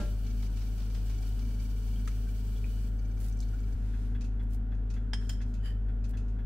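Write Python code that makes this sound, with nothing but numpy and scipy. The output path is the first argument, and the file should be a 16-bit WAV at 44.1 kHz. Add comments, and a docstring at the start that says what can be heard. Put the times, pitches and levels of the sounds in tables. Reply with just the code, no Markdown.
"""First a knock on a pan dies away over a low motor hum, in a quiet kitchen. Rice wine trickles from a plastic
bottle into a pan of sauce: bursts of noise for splashes, gliding tones for drips, under a fine hiss and a thin
pulsing whine. A gulp of air follows. Then, among small clicks and ticks, a spoon clinks in a glass jar as a set
of ringing tones, grinds and scoops sugar as grainy noise, and tips it into the pan with a soft swish."""
import sys
import numpy as np
from scipy import signal
from scipy.fft import rfft, irfft, next_fast_len
from scipy.io import wavfile

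SR = 44100
rng = np.random.default_rng(int(sys.argv[2]) if len(sys.argv) > 2 else 0)


def transcribe(signal):
    """Save signal, clipped to [-1, 1], as a 16-bit WAV file at the path in sys.argv[1]."""
    frames = np.atleast_2d(signal).T
    limited = np.clip(frames, -1, 1)
    pcm = np.round(limited * 32767).astype(np.int16)
    wavfile.write(sys.argv[1], SR, pcm)


N = 284445   # length in samples
TIME = np.arange(N) / SR   # seconds
BINS = np.maximum(np.arange(N // 2 + 1) * SR / N, 1)   # Hz
ROOM_T60_S = 0.46   # time for the room's reflections to fall by 60 dB
# share of a contact's power that is the same at both ears at its start, and how fast that share fades
DIRECT_SHARE, DIRECT_S = 0.3, 0.02

# In the tables, a colour says how strong a noise is at each pitch.
# Peaks are narrow resonances in that noise; a negative lift makes a dip instead.


def from_db(db):
    """Decibels to gain."""
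    return 10 ** (np.asarray(db) / 20)


def rms_one(x):
    """Scale to unit power."""
    return x / np.sqrt(np.mean(x ** 2))


def over_hz(points):
    """A short spectrum spread over all frequencies."""
    hz, value = np.transpose(points)
    return np.interp(np.log(BINS), np.log(hz), value)


def drift(rate):
    """A random wander of about unit spread, with this many new random values a second."""
    knots = rng.standard_normal(int(N / SR * rate) + 3)
    return np.interp(TIME * rate, np.arange(len(knots)), knots)


def swell(s, length, db, rise_s, fall_s):
    """A gain that rises, holds from s for the given length, and falls."""
    before = np.maximum(s - TIME, 0)
    after = np.maximum(TIME - s - length, 0)
    return from_db(db) * np.exp(-before / rise_s - after / fall_s)


# How alike the noise is at the two ears. Each row: frequency in Hz, left-right correlation.
EAR_LIKENESS = [(50, 0.7), (130, 0.7944), (260, 0.78), (480, 0.14), (1100, 0.21), (2400, 0.55),
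                (5000, -0.1415), (12000, 0.0335)]


def noise(colour, peaks=()):
    """Stereo noise of the given dB per Hz, lifted at resonances; the ears agree more at some pitches."""
    gain = from_db(over_hz(colour)) * np.sqrt(SR / 2)
    for hz, width, lift_db in peaks:
        resonance = 1 / (1 + (2 * (BINS - hz) / width) ** 2)
        gain = gain * np.sqrt(1 + (from_db(lift_db) ** 2 - 1) * resonance)
    alike = over_hz(EAR_LIKENESS)
    size = next_fast_len(N, True)
    mid, side = rfft(rng.standard_normal((2, size)))
    grid = np.arange(size // 2 + 1) * SR / size
    mid = mid * np.interp(grid, BINS, gain * np.sqrt((1 + alike) / 2))
    side = side * np.interp(grid, BINS, gain * np.sqrt((1 - alike) / 2))
    return irfft([mid + side, mid - side], size)[:, :N]


def bursts(rows, colour, attack, hold, t60, tail_db, peaks=()):
    """Short rough contacts: noise that rises, holds, dies, and lingers in the room, wider with age."""
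    near, spread = np.zeros((2, N))
    for s, db in rows:
        start = int(s * SR)
        age = TIME[:min(N - start, SR // 2)]
        direct = from_db(-60 * np.maximum(age - hold, 0) / t60)
        tail = from_db(tail_db - 60 * age / ROOM_T60_S)
        rise = from_db(db) * (1 - np.exp(-age / attack))
        power = rise ** 2 * (direct ** 2 + tail ** 2)
        share = DIRECT_SHARE * np.exp(-age / DIRECT_S)
        near[start:start + len(age)] += power * share
        spread[start:start + len(age)] += power * (1 - share)
    same_at_both_ears = np.sqrt(near) * rms_one(noise(colour, peaks)[0])
    return same_at_both_ears + np.sqrt(spread) * rms_one(noise(colour, peaks))


def struck(rows, modes, scatter_db, flutter_db):
    """Each blow rings every mode at a strength of its own, fluttering as it dies; tilt thins the low modes."""
    out = np.zeros(N)
    top_hz = max(hz for hz, _, _ in modes)
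    for s, db, tilt in rows:
        start = int(s * SR)
        age = TIME[:min(N - start, SR // 2)]
        for hz, mode_db, t60 in modes:
            chance_db = scatter_db * rng.standard_normal() + flutter_db * np.tanh(drift(70)[:len(age)])
            level_db = db + mode_db + tilt * np.log2(hz / top_hz) + chance_db
            ring = from_db(level_db - 60 * age / t60) * np.sin(2 * np.pi * hz * age)
            out[start:start + len(age)] += ring
    return out


def kitchen(x, wet_db):
    """Direct sound plus dense reflections, different at each ear."""
    age = TIME[:SR // 2]
    echoes = rng.standard_normal((2, len(age))) * from_db(-60 * age / ROOM_T60_S) * (age > .003)
    echoes /= np.sqrt(np.sum(echoes ** 2, axis=1, keepdims=True))
    return x + from_db(wet_db) * signal.fftconvolve(x[None], echoes, axes=1)[:, :N]


EASE_S = 2.875   # when the pouring eases
# Fainter spits fall at random between the spurts.
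SPITS_PER_S, SPIT_DB, SPIT_SCATTER_DB = 5, -54, 2   # relative level, like the spurts
# The trickle lands in spurts. Each row: start in seconds, relative level in dB.
SPURTS = [(0.2664, -51), (0.4233, -46), (0.5705, -48), (0.6159, -50), (0.799, -47.5), (0.9456, -45),
          (1.0948, -48), (1.2235, -49.5), (1.3891, -49)]
# Each row: frequency in Hz, relative level in dB per Hz.
SPLASH_COLOUR = [(1000, 5.5), (2400, 2), (5500, 5), (8000, -6), (14000, -18)]


def splashes():
    """The trickle breaks the surface in spurts and random faint spits, each a short burst of noise."""
    times = np.cumsum(rng.exponential(size=40)) / SPITS_PER_S
    levels = SPIT_DB + SPIT_SCATTER_DB * rng.standard_normal(size=40)
    spits = [(s, db) for s, db in zip(times, levels) if s < EASE_S]
    landings = list(SPURTS) + spits
    return from_db(-7.5) * bursts(landings, SPLASH_COLOUR, attack=0.001635, hold=0.0063, t60=0.041,
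                                  tail_db=-3)


WALL_S, WALL_DB = 0.0096, -11   # delay and level of the first echo, off the wall behind the stove
# Each row: start in seconds, level in dB, starting pitch in Hz, final pitch in Hz,
# glide time in seconds, time to fall by 60 dB in seconds.
DRIPS = [(1.959, -51.5, 3120, 3250, .01, 0.07), (2.269, -54.5, 1520, 1600, 0.00959, .08),
         (2.562, -52, 3333, 3380, 0.0072, 0.042), (2.641, -53, 1863, 2070, .004, .025),
         (2.642, -41, 2350, 2650, 0.0022, 0.024), (3.325, -49.5, 5850, 6400, .005, 0.016),
         (3.372, -58, 7343, 8600, .004, .02), (3.389, -52, 5220, 6200, 0.0032, 0.02),
         (3.403, -41.5, 3851, 11900, 0.0075, 0.017), (3.423, -51.5, 4400, 3440, 0.001872, 0.0304),
         (3.428, -51.5, 4000, 4503, 0.0043, 0.041), (3.534, -51.5, 1340, 1570, 0.010804, 0.084),
         (3.604, -55, 6747, 9000, .003, .015)]


def drips():
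    """A trapped bubble rings briefly and glides, mostly up, near the surface; the wall echoes it once."""
    out, age = np.zeros(N), TIME[:SR // 10]
    for s, db, start_hz, end_hz, glide, t60 in DRIPS:
        start = int(s * SR)
        pitch = end_hz + (start_hz - end_hz) * np.exp(-age / glide)
        pitch = pitch * (1 + 0.043 * drift(899)[:len(age)])   # a rough, unsteady pitch
        level = from_db(db - 60 * age / t60) * (1 - np.exp(-age / 0.00039))
        out[start:start + len(age)] += level * np.sin(2 * np.pi * np.cumsum(pitch) / SR)
    out = out + from_db(WALL_DB) * np.interp(TIME - WALL_S, TIME, out)
    return kitchen(out, wet_db=-6)


SPRAY_ABOVE_HZ = 3600   # drips that start higher than this throw up spray
# Each row: frequency in Hz, relative level in dB per Hz.
DRIP_SPRAY_COLOUR = [(900, -20.5), (2500, -10), (4300, -1), (6500, 7), (9000, -1), (15000, -11.5)]


def drip_spray():
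    """Each of the small, high drips throws up a little spray of noise as it lands."""
    small = [(s, db) for s, db, hz, *_ in DRIPS if hz > SPRAY_ABOVE_HZ]
    return from_db(-12.0) * bursts(small, DRIP_SPRAY_COLOUR, attack=.0005, hold=0.003863, t60=0.072,
                                   tail_db=-20.5)


# A knock on the pan. Each row: start in seconds, relative level in dB, tilt in dB per octave.
PAN_KNOCKS = [(.001, -48.5, 0)]
# Each row: frequency in Hz, level in dB against the knock, time to fall by 60 dB in seconds.
PAN_MODES = [(592.6, 3.5, 0.5), (832, -4, 0.28), (1373, 0.5, 0.37), (1623.7, -4, 0.32)]
# Each row: frequency in Hz, relative level in dB per Hz.
PAN_COLOUR = [(170, 4), (450, -5), (680, -13), (1000, -19), (1500, -22), (4000, -24), (9000, -31),
              (16000, -51.5)]


def pan_knock():
    """The knocked pan rings at a few pitches over a dull thud of noise."""
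    ring = kitchen(struck(PAN_KNOCKS, PAN_MODES, scatter_db=.5, flutter_db=1), wet_db=-18)
    knocks = [(s, db) for s, db, _ in PAN_KNOCKS]
    thud = bursts(knocks, PAN_COLOUR, attack=0.000467, hold=0.022, t60=0.19, tail_db=1)
    return ring + from_db(8.5) * thud


# The plastic bottle snaps. Each row: start in seconds, relative level in dB.
SNAPS = [(2.0754, -42.5)]
# Each row: frequency in Hz, relative level in dB per Hz.
SNAP_COLOUR = [(850, -7), (1200, 4.5), (1500, 7), (2200, 2.5), (3200, -3), (5000, -5), (6400, 0),
               (10000, -11), (16000, -20.5)]
# Each row: frequency in Hz, width in Hz, lift in dB.
SNAP_PEAKS = [(1230, 160, 5.5), (1965, 179.5, 1)]


def bottle_snap():
    """The bottle wall snaps: one very short burst of noise with two resonances."""
    return from_db(0.5) * bursts(SNAPS, SNAP_COLOUR, attack=0.0002, hold=0.0015, t60=0.065,
                                 tail_db=-18, peaks=SNAP_PEAKS)


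def pouring():
    """The pan rings out, the trickle splashes and drips, the bottle wall snaps."""
    return pan_knock() + splashes() + bottle_snap() + drips() + drip_spray()


HISS_DB, HISS_EASED_DB = -58.5, -65.5
STOP_S, HISS_RELEASE_S = 3.73, .028   # when the hiss ends, and how quickly each step falls
RUSTLE_S, RUSTLE_HOLD_S, RUSTLE_DB = 3.867, 0.19, -64   # the bottle is taken away
# For the hiss. Each row: frequency in Hz, relative level in dB per Hz.
HISS_COLOUR = [(1400, -6), (2100, -13.5), (3100, 3), (4000, -7), (6000, -3.5), (8500, -5), (12000, -6),
               (16000, -2.5)]
# Each row: frequency in Hz, width in Hz, lift in dB.
HISS_PEAKS = [(2337, 110, 12), (2944, 19, 9.5), (3220, 74, -5), (3900, 122.3, 4.5), (4470, 310, 10),
              (5100, 100, 5), (5700, 42, 9.5), (6032, 110, 5), (7808.9, 200, 7), (9320, 93, 7),
              (10480, 90, -10), (10900, 160, 5.5), (11900, 120, 5), (13900, 110, 4)]
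# For the rustle. Each row: frequency in Hz, relative level in dB per Hz.
RUSTLE_COLOUR = [(900, -7), (1800, -1), (3000, -4), (6000, -7), (10000, -11.5), (16000, -17.5)]


def hiss():
    """A fine noise with fixed resonances drops to a lower step and stops; a soft rustle takes over."""
    full = swell(0, EASE_S, HISS_DB, HISS_RELEASE_S, HISS_RELEASE_S)
    eased = swell(0, STOP_S, HISS_EASED_DB, HISS_RELEASE_S, HISS_RELEASE_S)
    level = np.maximum(full, eased) * from_db(1.3 * drift(45))
    rustle = swell(RUSTLE_S, RUSTLE_HOLD_S, RUSTLE_DB, rise_s=0.28, fall_s=0.1)
    return level * rms_one(noise(HISS_COLOUR, HISS_PEAKS)) + rustle * rms_one(noise(RUSTLE_COLOUR))


PULSE_S, PULSE_SCATTER_DB = 0.0099, 1.5883   # half-length and unevenness of the pulses
WHINE_HZ, WHINE_TONE_DB = 2296, -5.5   # the clear tone, and its level against the noise
# Runs of pulses. Each row: first pulse in seconds, end in seconds, spacing in seconds, level in dB.
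# A row that ends before it starts plays nothing.
WHINE_RUNS = [(0.269, 0.31, 0.0403, -60), (0.41, 0.49, 0.057, -61.5), (0.569, 0.83, 0.05388, -65),
              (0.909, 0.96, 0.044, -64), (1.103, 1.3, 0.04286, -63.5), (1.426, 1.55, 0.03, -62.5),
              (1.602, 1.67, 0.057, -59), (1.708, 1.84, 0.0605, -64), (1.882, 2.14, 0.059, -62),
              (2.238, 2.62, 0.058, -67), (2.666, 2.84, 0.044, -68.5), (2.951, 2.95, 0.046, -61),
              (2.995, 3.19, 0.061, -65.5), (3.315, 3.57, 0.058, -64), (3.595, 3.73, 0.04422, -65.5)]
# Each row: frequency in Hz, relative level in dB per Hz.
WHINE_COLOUR = [(1000, -31), (2300, -5), (6000, 7), (9000, -22), (16000, -7)]
# Each row: frequency in Hz, width in Hz, lift in dB.
WHINE_PEAKS = [(2900, 170, 10.5), (4600, 58, 12), (4919.5, 91, 6), (6320, 76, 14), (7636, 82, 16)]


def whine():
    """Runs of soft pulses, each of its own strength, sound one clear tone and a resonant noise."""
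    level = np.zeros(N)
    for first, end, spacing, db in WHINE_RUNS:
        for s in np.arange(first, end, spacing):
            around = slice(int((s - 3 * PULSE_S) * SR), int((s + 3 * PULSE_S) * SR))
            strength = from_db(db + PULSE_SCATTER_DB * rng.standard_normal())
            level[around] += strength * np.exp(-((TIME[around] - s) / PULSE_S) ** 2)
    tone = np.sqrt(2) * np.sin(2 * np.pi * WHINE_HZ * TIME + 2.6 * drift(50))
    return level * (from_db(WHINE_TONE_DB) * tone + rms_one(noise(WHINE_COLOUR, WHINE_PEAKS)))


# Spoon against the jar. Each row: start in seconds, relative level in dB, tilt of the ring in dB per
# octave, dull crack in dB against that level, bright crack in dB against that level.
CLINKS = [(5.1336, -37.5, 0, 3.5, -20), (5.2936, -41, 2, -8, 0.5)]
# Each row: frequency in Hz, relative level in dB, time to fall by 60 dB in seconds.
JAR_MODES = [(1680, -5, 0.14), (1710, 7, 0.0351), (1980, -13, .17), (2241.2, -11, 0.18), (3060, -11, 0.17),
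             (3160, -17, 0.18), (3210, 7, 0.055), (5157, -3, 0.19), (5330, -10, 0.27), (5356, -8, 0.19),
             (6600, -19, 0.17), (7010, -12, 0.06), (8520, -23, .08), (9589, -17, .08)]
# For the chatter. Each row: frequency in Hz, relative level in dB per Hz.
CHATTER_COLOUR = [(200, -19), (600, 4), (1600, -2), (4000, -7), (5400, -4), (5950, -12), (6500, -4.5),
                  (9000, -7), (11000, -20), (16000, -24)]
# Clusters of close modes, as resonances. Each row: frequency in Hz, width in Hz, lift in dB.
CHATTER_PEAKS = [(1695.7, 143.2, 14), (3160, 90, 24), (5370, 230, 18), (6418, 160, 5), (7150, 180, 2),
                 (8500, 250, 9), (9500, 250, 4)]
# For the two cracks. Each row: frequency in Hz, relative level in dB per Hz.
DULL_CRACK_COLOUR = [(150, -31), (500, -5), (850, 11), (1050, 1), (1400, -9), (1750, 9), (2600, 2),
                     (3200, 11.5), (4100, -6), (4800, 6), (5250, 17.5), (5900, -21), (7200, -6),
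                     (8700, -11.5), (9600, -13), (10500, -27.5), (13500, -24), (15000, -45)]
BRIGHT_CRACK_COLOUR = [(300, -30), (1000, -24), (2500, 7), (3800, -1), (5300, 15), (5900, -6), (6450, 8.5),
                       (7050, 20), (7800, -4.5), (8500, 10), (10200, -7), (11200, 0), (15500, -1)]


def clinks():
    """The spoon makes the glass ring, chatters on in clusters of modes, and cracks sharply at contact."""
    ring = struck([row[:3] for row in CLINKS], JAR_MODES, scatter_db=1, flutter_db=7)
    ring = kitchen(from_db(-11) * ring, wet_db=-4)
    chatter = bursts([row[:2] for row in CLINKS], CHATTER_COLOUR, attack=0.000764, hold=0.01, t60=0.085,
                     tail_db=-10.5, peaks=CHATTER_PEAKS)
    dull_rows = [(s, db + dull_db) for s, db, _, dull_db, _ in CLINKS]
    bright_rows = [(s, db + bright_db) for s, db, _, _, bright_db in CLINKS]
    dull = bursts(dull_rows, DULL_CRACK_COLOUR, attack=.0002, hold=.002, t60=.025, tail_db=-28)
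    bright = bursts(bright_rows, BRIGHT_CRACK_COLOUR, attack=.0002, hold=.0025, t60=.035, tail_db=-21)
    return ring + from_db(-5.0) * chatter + dull + bright


# Sugar grinds under the spoon. Each row: start in seconds, length in seconds, level in dB.
GRINDS = [(5.217, 0.089, -67.5), (5.307, 0.0271, -61.5), (5.465, 0.053, -74)]
# Each row: frequency in Hz, relative level in dB per Hz.
GRIND_COLOUR = [(1500, -21.5), (4000, 7), (8000, 5), (11000, -1), (16000, -4)]


def grinding():
    """Sugar grains crushed under the spoon: bright noise with a fast random flicker."""
    level = sum(swell(s, length, db, rise_s=0.0093, fall_s=0.023) for s, length, db in GRINDS)
    return level * from_db(1.8 * drift(500)) * rms_one(noise(GRIND_COLOUR))


SCOOP_S, SCOOP_HOLD_S, SCOOP_DB = 5.662, .018, -50.5
SCOOP_RISE_S, SCOOP_FALL_S = .02, .034
# Each row: frequency in Hz, relative level in dB per Hz.
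SCOOP_COLOUR = [(800, -2), (1700, -3.5), (3000, -7), (6000, -12), (10000, -21), (16000, -23)]
# Each row: frequency in Hz, width in Hz, lift in dB.
SCOOP_PEAKS = [(1780, 120, 15.5), (3040, 46, 25), (4850, 110, 16.5), (7450, 240, 14), (10550, 240, 17.5),
               (14013, 700, 12)]


def scoop():
    """The spoon digs into the sugar: grainy noise whose resonances make spoon and jar sing."""
    level = swell(SCOOP_S, SCOOP_HOLD_S, SCOOP_DB, SCOOP_RISE_S, SCOOP_FALL_S)
    return level * from_db(2.0 * drift(250)) * rms_one(noise(SCOOP_COLOUR, SCOOP_PEAKS))


# Air into the bottle, and later sugar off the spoon.
# Each row: start in seconds, length in seconds, level in dB, edge in seconds.
SWISHES = [(3.203, 0.096, -57, 0.011), (4.43, 0.0099, -71, 0.00755), (4.526, 0.023, -61, 0.019),
           (6.092, 0.017, -63.5, 0.01033)]
# Each row: frequency in Hz, relative level in dB per Hz.
SWISH_COLOUR = [(2000, -6.5), (4500, -4), (8500, -2), (12000, -5), (16000, -6)]


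def swishes():
    """Brief grainy rushes of noise with soft edges."""
    level = sum(swell(s, length, db, edge, edge) for s, length, db, edge in SWISHES)
    return level * from_db(3.1 * drift(330)) * rms_one(noise(SWISH_COLOUR))


# A firm click and then a thinner one. Each row: start in seconds, relative level in dB,
# seconds until the second click, its relative level in dB.
DOUBLE_CLICKS = [(4.208, -50.5, 0.034, -52), (4.9004, -52.5, 0.038, -53.5), (5.415, -53.5, 0.1234, -53),
                 (6.0408, -53, 0.13, -51)]
# Thin clicks on their own. Each row: start in seconds, relative level in dB.
LONE_CLICKS = [(4.742, -66), (6.281, -61.5)]
# For firm, then thin clicks. Each row: frequency in Hz, relative level in dB per Hz.
FIRM_COLOUR = [(1200, -2.5), (2700, -5), (4000, -0.5), (5800, 3), (6800, -2.5), (8000, -8.5), (9800, -12),
               (11500, -23), (16000, -22)]
THIN_COLOUR = [(1200, -10.5), (2600, -0.5), (4500, 1), (7000, -2), (8500, -6), (11000, -11), (16000, -18)]
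# For firm, then thin clicks. Each row: frequency in Hz, width in Hz, lift in dB.
FIRM_PEAKS = [(2550, 90, 13.5), (5269, 110, -9), (5700, 160, -1), (6000, 160, 3)]
THIN_PEAKS = [(2600, 120, 12), (6601.3, 280, 6.5)]


def clicks():
    """Short bursts of noise: a firm dry click, then a thinner one; two faint thin ones come alone."""
    firm_rows = [(s, db) for s, db, _, _ in DOUBLE_CLICKS]
    thin_rows = [(s + gap, db) for s, _, gap, db in DOUBLE_CLICKS] + list(LONE_CLICKS)
    firm = bursts(firm_rows, FIRM_COLOUR, attack=.0004, hold=0.011, t60=0.11, tail_db=-14,
                  peaks=FIRM_PEAKS)
    thin = bursts(thin_rows, THIN_COLOUR, attack=0.00031, hold=0.0042, t60=0.15, tail_db=-8.5,
                  peaks=THIN_PEAKS)
    return from_db(-4.5) * firm + from_db(-6.5) * thin


# A dull ticking, about four a second. Each row: start in seconds, relative level in dB.
TICKS = [(3.936, -57.5), (4.148, -55), (4.395, -57), (4.718, -59), (4.964, -56), (5.215, -59),
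         (5.405, -55.5), (5.885, -60.5), (6.136, -55.5), (6.388, -60)]
# Each row: frequency in Hz, level in dB against the tick, time to fall by 60 dB in seconds.
TICK_MODES = [(1646, -5, 0.12), (3390, -9.5, 0.14)]
# Each row: frequency in Hz, relative level in dB per Hz.
TICK_COLOUR = [(900, 1), (1700, 6), (2500, -3), (3300, -4), (4400, -11.5), (9000, -22.5)]
# Each row: frequency in Hz, width in Hz, lift in dB.
TICK_PEAKS = [(1654, 190, 6.5), (2060, 70, 5), (2580, 87, 7.5)]


def ticking():
    """A small dull burst of noise, each time with a short ping at the same two pitches."""
    blows = [(s, db, 0) for s, db in TICKS]
    ping = kitchen(struck(blows, TICK_MODES, scatter_db=1, flutter_db=2), wet_db=-6)
    knock = bursts(TICKS, TICK_COLOUR, attack=.0003, hold=0.014, t60=0.11, tail_db=-15, peaks=TICK_PEAKS)
    return ping + from_db(-2) * knock


MOTOR_HZ, FAN_HZ, FAN_DB = 47.7, 102.25, -42.5
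SKIP_S = 3.755   # the hum's harmonics dip for an instant here
# Each row: multiple of the motor's pitch, level in dB, waver in dB.
MOTOR_HARMONICS = [(1, -31, 0.65), (2, -55.5, 8), (4, -56.5, 0), (8, -69, 3), (9, -69.5, 4), (11, -76.5, 0),
                   (12, -81, 7.5), (13, -77.5, 4.5), (15, -78, 7)]
# The fifth harmonic swells and fades. Each row: time in seconds, relative level in dB.
FIFTH_HARMONIC = [(0.0, -59), (0.14, -53), (0.39, -48), (0.59, -61), (0.84, -51.5), (1.09, -59),
                  (1.67, -47.5), (1.71, -58), (1.78, -52.5), (3.88, -54.5), (4.2, -45), (4.33, -55),
                  (4.42, -50), (5.41, -49.5), (5.5, -44), (5.66, -61), (5.95, -50.5), (6.45, -51.5)]
# Weaker tones of the machines. Each row: frequency in Hz, level in dB.
DRONES = [(120, -61), (167.6, -60.5), (215.4, -61), (265.6, -60), (286, -73), (404, -73.5), (453, -75)]


def hum():
    """A motor with its harmonics, a fan tone beating against the second, and weaker wavering drones."""
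    turns = MOTOR_HZ * TIME + 0.0089 * drift(2.11)
    out = np.zeros(N)
    for multiple, db, waver_db in MOTOR_HARMONICS:
        level = from_db(db + waver_db * np.tanh(drift(6)))
        out += level * np.sin(2 * np.pi * (multiple * turns + rng.random()))
    # these harmonics dip briefly and come back upside down, out of step
    out *= np.tanh((TIME - SKIP_S) / 0.003)
    fifth_db = np.interp(TIME, *np.transpose(FIFTH_HARMONIC)) - 0.5
    out += from_db(fifth_db) * np.sin(2 * np.pi * 5 * turns + .15 * drift(6.3))
    out += from_db(FAN_DB) * np.sin(2 * np.pi * FAN_HZ * TIME + 0.094 * drift(3.4))
    for hz, db in DRONES:
        level = from_db(db + 2 * np.tanh(drift(4.9)))
        out += level * np.sin(2 * np.pi * hz * TIME + .5 * drift(2.8))
    return np.sqrt(2) * out   # a sine of unit power peaks at the square root of two


# Each row: frequency in Hz, level in dB per Hz.
AIR_COLOUR = [(15, -78.5), (60, -64.5), (90, -73.5), (140, -78.5), (235, -72), (345, -88), (420, -85.5),
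              (550, -93.5), (680, -95), (770, -93), (1100, -102), (1420, -92), (2100, -106), (4000, -116),
              (16000, -127)]
# Each row: frequency in Hz, width in Hz, lift in dB.
AIR_PEAKS = [(311, 18, 3.5), (402, 30, 3.5), (461, 24, 4), (502.98, 12, 5.5), (597, 23, 5), (725, 6.8, 4),
             (760, 11, 8.5), (860, 19, 3), (951.1, 9.8, 11), (1116, 8.7, 10), (3200, 530, 4)]


def room_air():
    """The steady noise of the room, with narrow resonances that waver as narrow noise does."""
    return noise(AIR_COLOUR, AIR_PEAKS)


def scene():
    """All sources over the hum and air of the room."""
    bottle = pouring() + hiss() + whine()
    spoon = clinks() + grinding() + scoop()
    return bottle + spoon + swishes() + clicks() + ticking() + hum() + room_air()


CUTOFF_HZ = 15720
# Colour of the two microphones. Each row: frequency in Hz, left minus right in dB.
MICROPHONE_LEAN = [(50, 1.65), (130, -0.96), (500, 0.93), (2000, 0.085), (12000, -1.2)]


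def record(dry):
    """The two microphones differ a little in colour; a steep filter cuts the top."""
    size = next_fast_len(N + SR // 4, True)
    lean_db = np.interp(np.arange(size // 2 + 1) * SR / size, BINS, over_hz(MICROPHONE_LEAN))
    ear_gain = from_db(lean_db * np.array([[1], [-1]]) / 2)
    heard = irfft(rfft(dry, size) * ear_gain, size)[:, :N]
    return signal.sosfilt(signal.ellip(12, .1, 80, CUTOFF_HZ, fs=SR, output="sos"), heard)


dry = scene()
out = record(dry)
transcribe(out)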